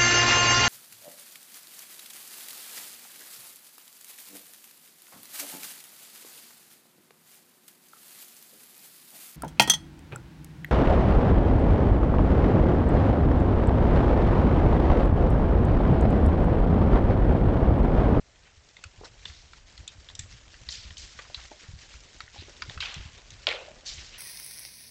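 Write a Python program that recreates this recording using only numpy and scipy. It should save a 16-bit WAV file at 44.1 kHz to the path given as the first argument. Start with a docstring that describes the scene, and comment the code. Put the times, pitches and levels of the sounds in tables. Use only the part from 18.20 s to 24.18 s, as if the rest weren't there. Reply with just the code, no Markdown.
"""Elk trot away through a conifer forest. From the start a steady hiss lies under crackling litter
and hooves that thud on soft, springy ground. Soon legs brush through the undergrowth in showers of tiny
fractures, twigs snap and ring in damped bending modes, and hooves knock hollow notes from dead wood.
Near the end a thick branch breaks with a loud crack that scatters among the trunks; rustling follows."""
import sys
import numpy as np
from scipy import signal
from scipy.fft import rfft, irfft, next_fast_len
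from scipy.io import wavfile
from scipy.ndimage import uniform_filter1d, map_coordinates

SR = 44100
rng = np.random.default_rng(int(sys.argv[2]) if len(sys.argv) > 2 else 0)


def store_pcm(level_fs):
    """Save levels as 16-bit WAV."""
    pcm = np.round(np.clip(level_fs, -1, 1) * 32767).astype(np.int16)
    wavfile.write(sys.argv[1], SR, np.atleast_2d(pcm).T)


N = 263718

# How hard the herd stirs the floor. Each row: time in seconds, then crackle, scuff and rumble in relative dB.
FLOOR_ACTIVITY = [(0.0, -63.5, -68, -65), (0.61, -59, -65.5, -74), (0.85, -58.5, -64.5, -61),
                  (2.5, -54, -64, -58), (2.7, -52.5, -64.5, -59.5), (3.15, -52, -65.5, -61),
                  (3.65, -51.5, -64, -58.5), (4.0, -54.5, -62, -63), (4.68, -51, -59, -54.5),
                  (4.91, -53.5, -62.5, -59.5), (5.54, -54, -60, -62.5), (5.98, -51.5, -61.5, -54.5)]


def amp(db):
    """Amplitude grows tenfold with every 20 dB."""
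    return 10 ** (np.asarray(db) / 20)


def unit(x):
    """Normalisation to an rms of 1."""
    return x / np.sqrt(np.mean(x ** 2) + 1e-20)


def fade(t, t60):
    """Exponential decay, 60 dB down after t60 seconds."""
    return np.exp(-np.log(1000) * t / t60)


def along(points, hz):
    """Interpolation of (Hz, value) points on a logarithmic frequency axis."""
    point_hz, values = np.transpose(points)
    return np.interp(np.log(hz + 1), np.log(point_hz), values)


def filtered(x, response):
    """Linear filtering multiplies the spectrum by a frequency response."""
    size = next_fast_len(len(x) + 8192)
    return irfft(rfft(x, size) * response(np.fft.rfftfreq(size, 1 / SR)), size)[:len(x)]


def coloured(x, points):
    """Spectral shaping by (Hz, dB) points, at rms 1."""
    return unit(filtered(x, lambda hz: amp(along(points, hz))))


def band(x, centre_hz, octaves):
    """A broad resonance with soft skirts filters x; the result has rms 1."""
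    return unit(filtered(x, lambda hz: 1 / (1 + (np.log2((hz + 1) / centre_hz) / octaves) ** 2 / 4) ** 2.31))


def wobble(rate, n):
    """Random modulation: a smooth curve with rate knots a second."""
    return map_coordinates(rng.standard_normal(int(n * rate / SR) + 4), [np.arange(n) * rate / SR])


def grains(n, rate, spread_db, share):
    """Shot noise: tiny uneven fractures hold a share of the power, smooth noise the rest."""
    ticks = (rng.random(n) < rate / SR) * rng.choice([-1, 1], n)
    sizes = amp(spread_db * np.minimum(rng.standard_normal(n), 2))
    return np.sqrt(share) * unit(ticks * sizes) + np.sqrt(1 - share) * rng.standard_normal(n)


def patchy(x, depth_db):
    """Random gain over time and frequency: brief pitches stand out, as when unequal sticks sound in turn."""
    spectra = signal.stft(x, nperseg=256)[2]
    field = uniform_filter1d(rng.standard_normal(spectra.shape), size=3, axis=0)
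    field = uniform_filter1d(field, size=5, axis=1)
    return signal.istft(spectra * amp(depth_db * unit(field)), nperseg=256)[1][:len(x)]


def add(track, start_s, sound):
    """Superposition: a sound joins the track at its start time."""
    part = track[round(start_s * SR):][:len(sound)]
    part += sound[:len(part)]


def hiss():
    """Stationary noise, strongest in the bass, is heard as a steady hiss."""
    # Each row: frequency in Hz, relative spectral level in dB.
    hiss_spectrum = [(15, -11.5), (30, 2), (120, -6), (260, -23.5), (600, -15), (900, -19.5), (2100, -17.5),
                     (3500, -26.5), (8000, -21)]
    return amp(-60.0) * coloured(rng.standard_normal(N), hiss_spectrum)


def litter():
    """Amplitude-modulated noise: under the herd, needles crackle, moss scuffs and the ground rumbles."""
    # Spectra of needles, moss and ground. Each row: frequency in Hz, relative level in dB.
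    needle_spectrum = [(500, -13.5), (1000, -10), (1700, -2), (3500, -1), (5800, -2.5), (7700, -7),
                       (9000, -12)]
    moss_spectrum = [(150, -1), (300, -2), (550, -2), (1100, -7.5), (2000, -14.5), (4000, -47)]
    ground_spectrum = [(15, -16.5), (30, 3.5), (60, 5.5), (120, -7), (190, -20), (300, -20.5), (600, -49)]
    times, *levels = np.transpose(FLOOR_ACTIVITY)
    crackle_db, scuff_db, rumble_db = [np.interp(np.arange(N) / SR, times, db) for db in levels]
    tread = wobble(22.19, N)  # steps stir all three together
    needles = patchy(grains(N, rate=550, spread_db=5.5, share=0.34), depth_db=2.0)
    moss = patchy(grains(N, rate=120, spread_db=7, share=0.27), depth_db=3.0)
    crackle_gain = amp(crackle_db - 0.71 + 1.75 * tread + 1.6 * wobble(110, N))
    scuff_gain = amp(scuff_db - 1 + 0.53 * tread + 2.45 * wobble(40, N))
    rumble_gain = amp(rumble_db + 2 + 2 * tread + 3.3 * wobble(16, N))
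    return (crackle_gain * coloured(needles, needle_spectrum)
            + scuff_gain * coloured(moss, moss_spectrum)
            + rumble_gain * coloured(rng.standard_normal(N), ground_spectrum))


def light_steps(per_second=6):
    """A jittered pulse train: lighter hoof falls, as (seconds, dB, Hz), follow the rumble in level."""
    times, _, _, rumble_db = np.transpose(FLOOR_ACTIVITY)
    slots = np.arange(int(per_second * N / SR))
    lateness, weight, detune = rng.standard_normal((len(slots), 3)).T
    starts = abs(slots + 0.5 + 0.16 * lateness) / per_second
    db = np.interp(starts, times, rumble_db) + 12.5 + 2 * weight
    hz = 80 * 2 ** (0.32 * detune)
    return list(zip(starts, db, hz))


def hoof_thuds():
    """A damped oscillator: the springy forest floor swings for a few cycles under each hoof."""
    # Each row: start in seconds, relative level in dB, pitch in Hz.
    heavy_steps = [(.372, -47, 72.4), (.653, -39.5, 76), (.78, -40.5, 77), (1.095, -40, 70),
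                   (1.6, -42, 86.6), (1.782, -41, 63.4), (1.989, -37, 90), (2.034, -36.5, 75),
                   (2.134, -44.5, 125), (2.411, -40, 64), (2.472, -35, 63), (2.65, -33.5, 63),
                   (2.701, -40, 85), (3.171, -38, 62), (3.485, -35.5, 83), (3.535, -33.5, 72.4),
                   (3.745, -41.5, 63), (4.185, -38, 82), (4.479, -35.5, 105), (4.57, -27.5, 66),
                   (4.765, -31, 88.4), (4.791, -27, 57.6), (4.853, -33.5, 77.6), (5.118, -36.5, 93),
                   (5.775, -39.5, 79)]
    out, t = np.zeros(N), np.arange(SR // 4) / SR
    for start, db, hz in list(heavy_steps) + light_steps():
        noise = amp(-6) * band(rng.standard_normal(len(t)), 1.05 * hz, octaves=0.54)
        swing = np.sin(2 * np.pi * hz * t) + noise
        add(out, start, amp(db + 0.5) * swing * fade(t, 0.12) * (1 - np.exp(-t / 0.0039)))
    return out


def shower(n, hz):
    """Band-passed shot noise: tiny cracks come in clumps around one pitch, at rms 1."""
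    fractures = patchy(grains(n, rate=620, spread_db=5.0, share=0.25), depth_db=3.0)
    return band(fractures * amp(0.86 * wobble(170, n)), hz, octaves=0.5)


def leg_sweeps():
    """Size sets pitch: a leg cracks fine twigs first; thicker sticks follow, lower and softer."""
    # Each row: start in seconds, level in dB, band centre in Hz, rise in seconds, t60 in seconds.
    strokes = [(.241, -58, 2030, 0.032, .22), (.835, -46, 4800, 0.02, 0.12),
               (.832, -47.5, 1090, 0.023, 0.075), (1.058, -49, 4200, 0.0056, 0.85),
               (1.096, -47.5, 2000, 0.0028, 0.053), (1.683, -53, 3700, .003, 0.11),
               (2.491, -38.5, 4330, 0.031, 0.47), (2.61, -52.5, 3050, 0.031, 0.17),
               (2.77, -43, 5200, 0.011, .55), (2.991, -44, 1900, .002, 0.088),
               (3.044, -48, 1440, 0.0076, 0.058), (3.144, -47.5, 4040, .005, .4),
               (3.17, -50, 1570, 0.012, 0.22), (3.422, -54, 1700, 0.013, 0.25),
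               (3.7, -52.5, 2400, 0.012, 0.11), (4.11, -48, 3500, 0.1, 0.32),
               (4.427, -52, 1280, .0015, 0.021), (4.49, -47.5, 3360, 0.0043, 0.19),
               (4.604, -33.5, 2890, 0.0047, 0.71), (4.621, -50, 960, 0.011, 1),
               (5.652, -38, 4560, .014, 0.85), (5.777, -46, 2600, .006, .25),
               (5.922, -48, 2700, .024, 0.76)]
    stick_lag_s, stick_db, stick_octaves_down = 0.018, -11, 0.85
    out, t = np.zeros(N), np.arange(SR * 3 // 4) / SR
    for start, db, hz, rise, t60 in strokes:
        envelope = amp(db) * np.minimum(t / rise, 1) * fade(np.maximum(t - rise, 0), t60)
        add(out, start, envelope * shower(len(t), hz))
        sticks = shower(len(t), hz / 2 ** stick_octaves_down)
        add(out, start + stick_lag_s, amp(stick_db) * envelope * sticks)
    return out


def trunk_echoes(stretch, share):
    """Scattering off trunks gives an impulse response of energy 1 whose decay depends on frequency."""
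    # Each row: frequency in Hz, t60 in seconds before it is multiplied by stretch.
    decay_times = [(200, 0.1), (560, 0.57), (1100, 0.37), (2500, 0.37), (4500, 0.31), (8000, 0.66)]
    reflections = grains(SR, rate=500, spread_db=4.5, share=share)
    hz, t, spectra = signal.stft(reflections, SR, nperseg=256)
    t60 = stretch * along(decay_times, hz)[:, None]
    tail = signal.istft(spectra * fade(t, t60), SR, nperseg=256)[1]
    return tail / np.linalg.norm(tail)


def twig_snaps():
    """Brittle fracture: fibres tear, then the twig parts with a crack and rings in damped bending modes."""
    # Each row: time in seconds, relative level in dB, lowest mode in Hz, step from mode to mode in dB,
    # level of the thin tick over the wood in dB (strong when near).
    snaps = [(0.5678, -32.5, 2100, -8, -23), (0.6394, -24.5, 1470, -4.5, -2.5),
             (1.055, -20.5, 1000, 5, -22), (1.334, -33, 1320, -3.5, -22), (1.5777, -32.5, 1180, 2, -10),
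             (1.678, -21.5, 3380, -30, 0.5), (1.888, -29.5, 970, 5, -20), (1.9, -34, 1090, 2, -16),
             (1.952, -25.5, 3250, -2, -5.5), (1.993, -17.5, 2020, -1, 4.5), (2.342, -36, 1590, -7, -25),
             (2.489, -19, 1140, 5.5, -28), (2.7059, -32, 1100, 1, -27), (2.77, -28.5, 3140, -10, -28),
             (2.99, -26, 1167, -6, -37), (3.1456, -19, 1126, 5.5, -33), (3.74, -36, 1380, -8, -7),
             (4.005, -23, 1282, -3, -18), (4.079, -35.5, 1790, -17, -31),
             (4.4211, -17.5, 1310, -3.5, -20.5), (4.4967, -25, 1090, 1, -17), (4.576, -26, 1510, -8, -27),
             (4.6045, -18, 1164, 4, -33), (4.625, -24, 1510, -15, -31), (4.742, -25.5, 3300, -5.5, -7),
             (5.105, -28, 3430, 1, -25)]
    # Each row: multiple of the lowest mode's frequency, relative level in dB.
    bending_modes = [(1, -0.5), (1.72, 2.5), (2.9, 0.5), (3.55, 3.5)]
    out, t = np.zeros(N), np.arange(SR // 20) / SR
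    multiples, modes_db = np.transpose(bending_modes)
    for start, db, lowest_hz, step_db, tick_db in snaps:
        modes_hz = lowest_hz * multiples
        gains = amp(modes_db + step_db * np.arange(len(multiples)))
        modes = list(zip(modes_hz, gains))
        centre_hz = np.average(modes_hz, weights=gains ** 2)
        ring_t60 = 0.018 * np.sqrt(3300 / centre_hz)  # thinner twigs fall silent sooner
        ring = sum(gain * np.sin(2 * np.pi * (hz * t + rng.random())) for hz, gain in modes)
        crack = sum(gain * band(rng.standard_normal(len(t)), hz, octaves=0.22) for hz, gain in modes)
        crack *= fade(t, 0.026)
        wood = unit((ring * fade(t, ring_t60) + amp(-2.0) * crack) * (1 - np.exp(-t / 0.00023)))
        # The last fibre parts with a thin tick.
        tick = unit(band(rng.standard_normal(len(t)), 7630, octaves=0.21) * fade(t, 0.018))
        add(out, start, amp(db - 22.0) * unit(wood + amp(tick_db) * tick))
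        fibres = grains(len(t), rate=1500, spread_db=16.5, share=0.13)
        tearing = band(fibres, centre_hz, octaves=0.81) * fade(t, 0.0084)
        add(out, start - len(t) / SR, amp(db - 17.5) * tearing[::-1])  # swells up to the snap
        echo = signal.fftconvolve(unit(crack), trunk_echoes(stretch=0.42, share=0.15))
        add(out, start, amp(db - 31.0) * echo)
    return out


def wood_knocks():
    """Impact excitation: damp dead wood answers a hoof with a short hollow note and a weak overtone."""
    # Each row: start in seconds, relative level in dB, pitch in Hz.
    impacts = [(0.812, -39, 430), (0.8346, -36, 470), (.85, -47, 550), (1.057, -44.5, 433),
               (2.992, -43, 487), (3.1, -43.5, 563), (3.311, -37.5, 280), (3.316, -39, 630),
               (4.16, -45, 807), (4.222, -41.5, 367), (4.283, -43, 387), (4.506, -45, 534)]
    out, t = np.zeros(N), np.arange(SR // 10) / SR
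    for start, db, hz in impacts:
        note = np.sin(2 * np.pi * hz * t) + amp(-20.0) * np.sin(2 * np.pi * 2.5 * hz * t)
        crush = amp(-5.5) * band(rng.standard_normal(len(t)), 1.02 * hz, octaves=0.67)
        add(out, start, amp(db + 3) * (note + crush) * fade(t, 0.03) * (1 - np.exp(-t / 0.00043)))
    return out + amp(-5.5) * signal.fftconvolve(out, trunk_echoes(stretch=0.27, share=0.84))[:N]


def click(points, size=2048):
    """Minimum phase: folding the cepstrum gives a causal pulse of the given spectrum, with peak 1."""
    cepstrum = irfft(np.log(amp(along(points, np.fft.rfftfreq(size, 1 / SR)))))
    cepstrum[1:size // 2] *= 2
    cepstrum[size // 2 + 1:] = 0
    pulse = irfft(np.exp(rfft(cepstrum)))
    return pulse / abs(pulse).max()


def branch_break():
    """Stress release: a thick branch fails in stages, one pulse each; the trees return clumps of echoes."""
    # Each row: time in seconds, relative peak level in dB.
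    stages = [(5.2697, -3.5), (5.2718, -10), (5.2895, -10.5), (5.2983, -34), (5.3066, -33), (5.3296, -23),
              (5.3383, -22)]
    # Spectra of the pulse and of its echo. Each row: frequency in Hz, relative level in dB.
    pulse_spectrum = [(100, -34), (250, -24), (450, -7), (1100, -18), (2000, -9), (3100, -1.5), (4200, -6),
                      (5300, -11.5), (6200, -32), (8500, -42)]
    echo_spectrum = [(100, -43), (260, -11), (420, -0.5), (560, 5), (800, -2), (1200, -4.5), (2600, 2),
                     (4000, -3.5), (5300, -16.5), (7000, -24.5)]
    out, pulse = np.zeros(N), click(pulse_spectrum)
    for start, db in stages:
        add(out, start, amp(db - 1) * pulse)
    onset = stages[0][0]
    echo = patchy(trunk_echoes(stretch=1.28, share=0.45), depth_db=3.0)
    add(out, onset, amp(-41.5) * coloured(echo, echo_spectrum))
    far_echo = band(trunk_echoes(stretch=0.13, share=0.26), 630, octaves=0.36)
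    add(out, onset + 0.21, amp(-65.0) * far_echo)  # distant trees return it late and dull
    return out


def scene():
    """Superposition: hiss, wood, hooves and litter sum in one channel."""
    return (hiss() + twig_snaps() + branch_break() + wood_knocks() + hoof_thuds()
            + leg_sweeps() + litter())[None]


def record(dry):
    """Band limiting: the microphone rolls off the treble, and nothing passes above the limit."""
    # Each row: frequency in Hz, gain in dB.
    roll_off = [(7400, 0), (8200, -10), (8700, -18.5), (9100, -39.5)]
    limit_hz = 9100
    return filtered(dry[0], lambda hz: amp(along(roll_off, hz)) * (hz < limit_hz))[None]


dry = scene()
out = record(dry)
store_pcm(out)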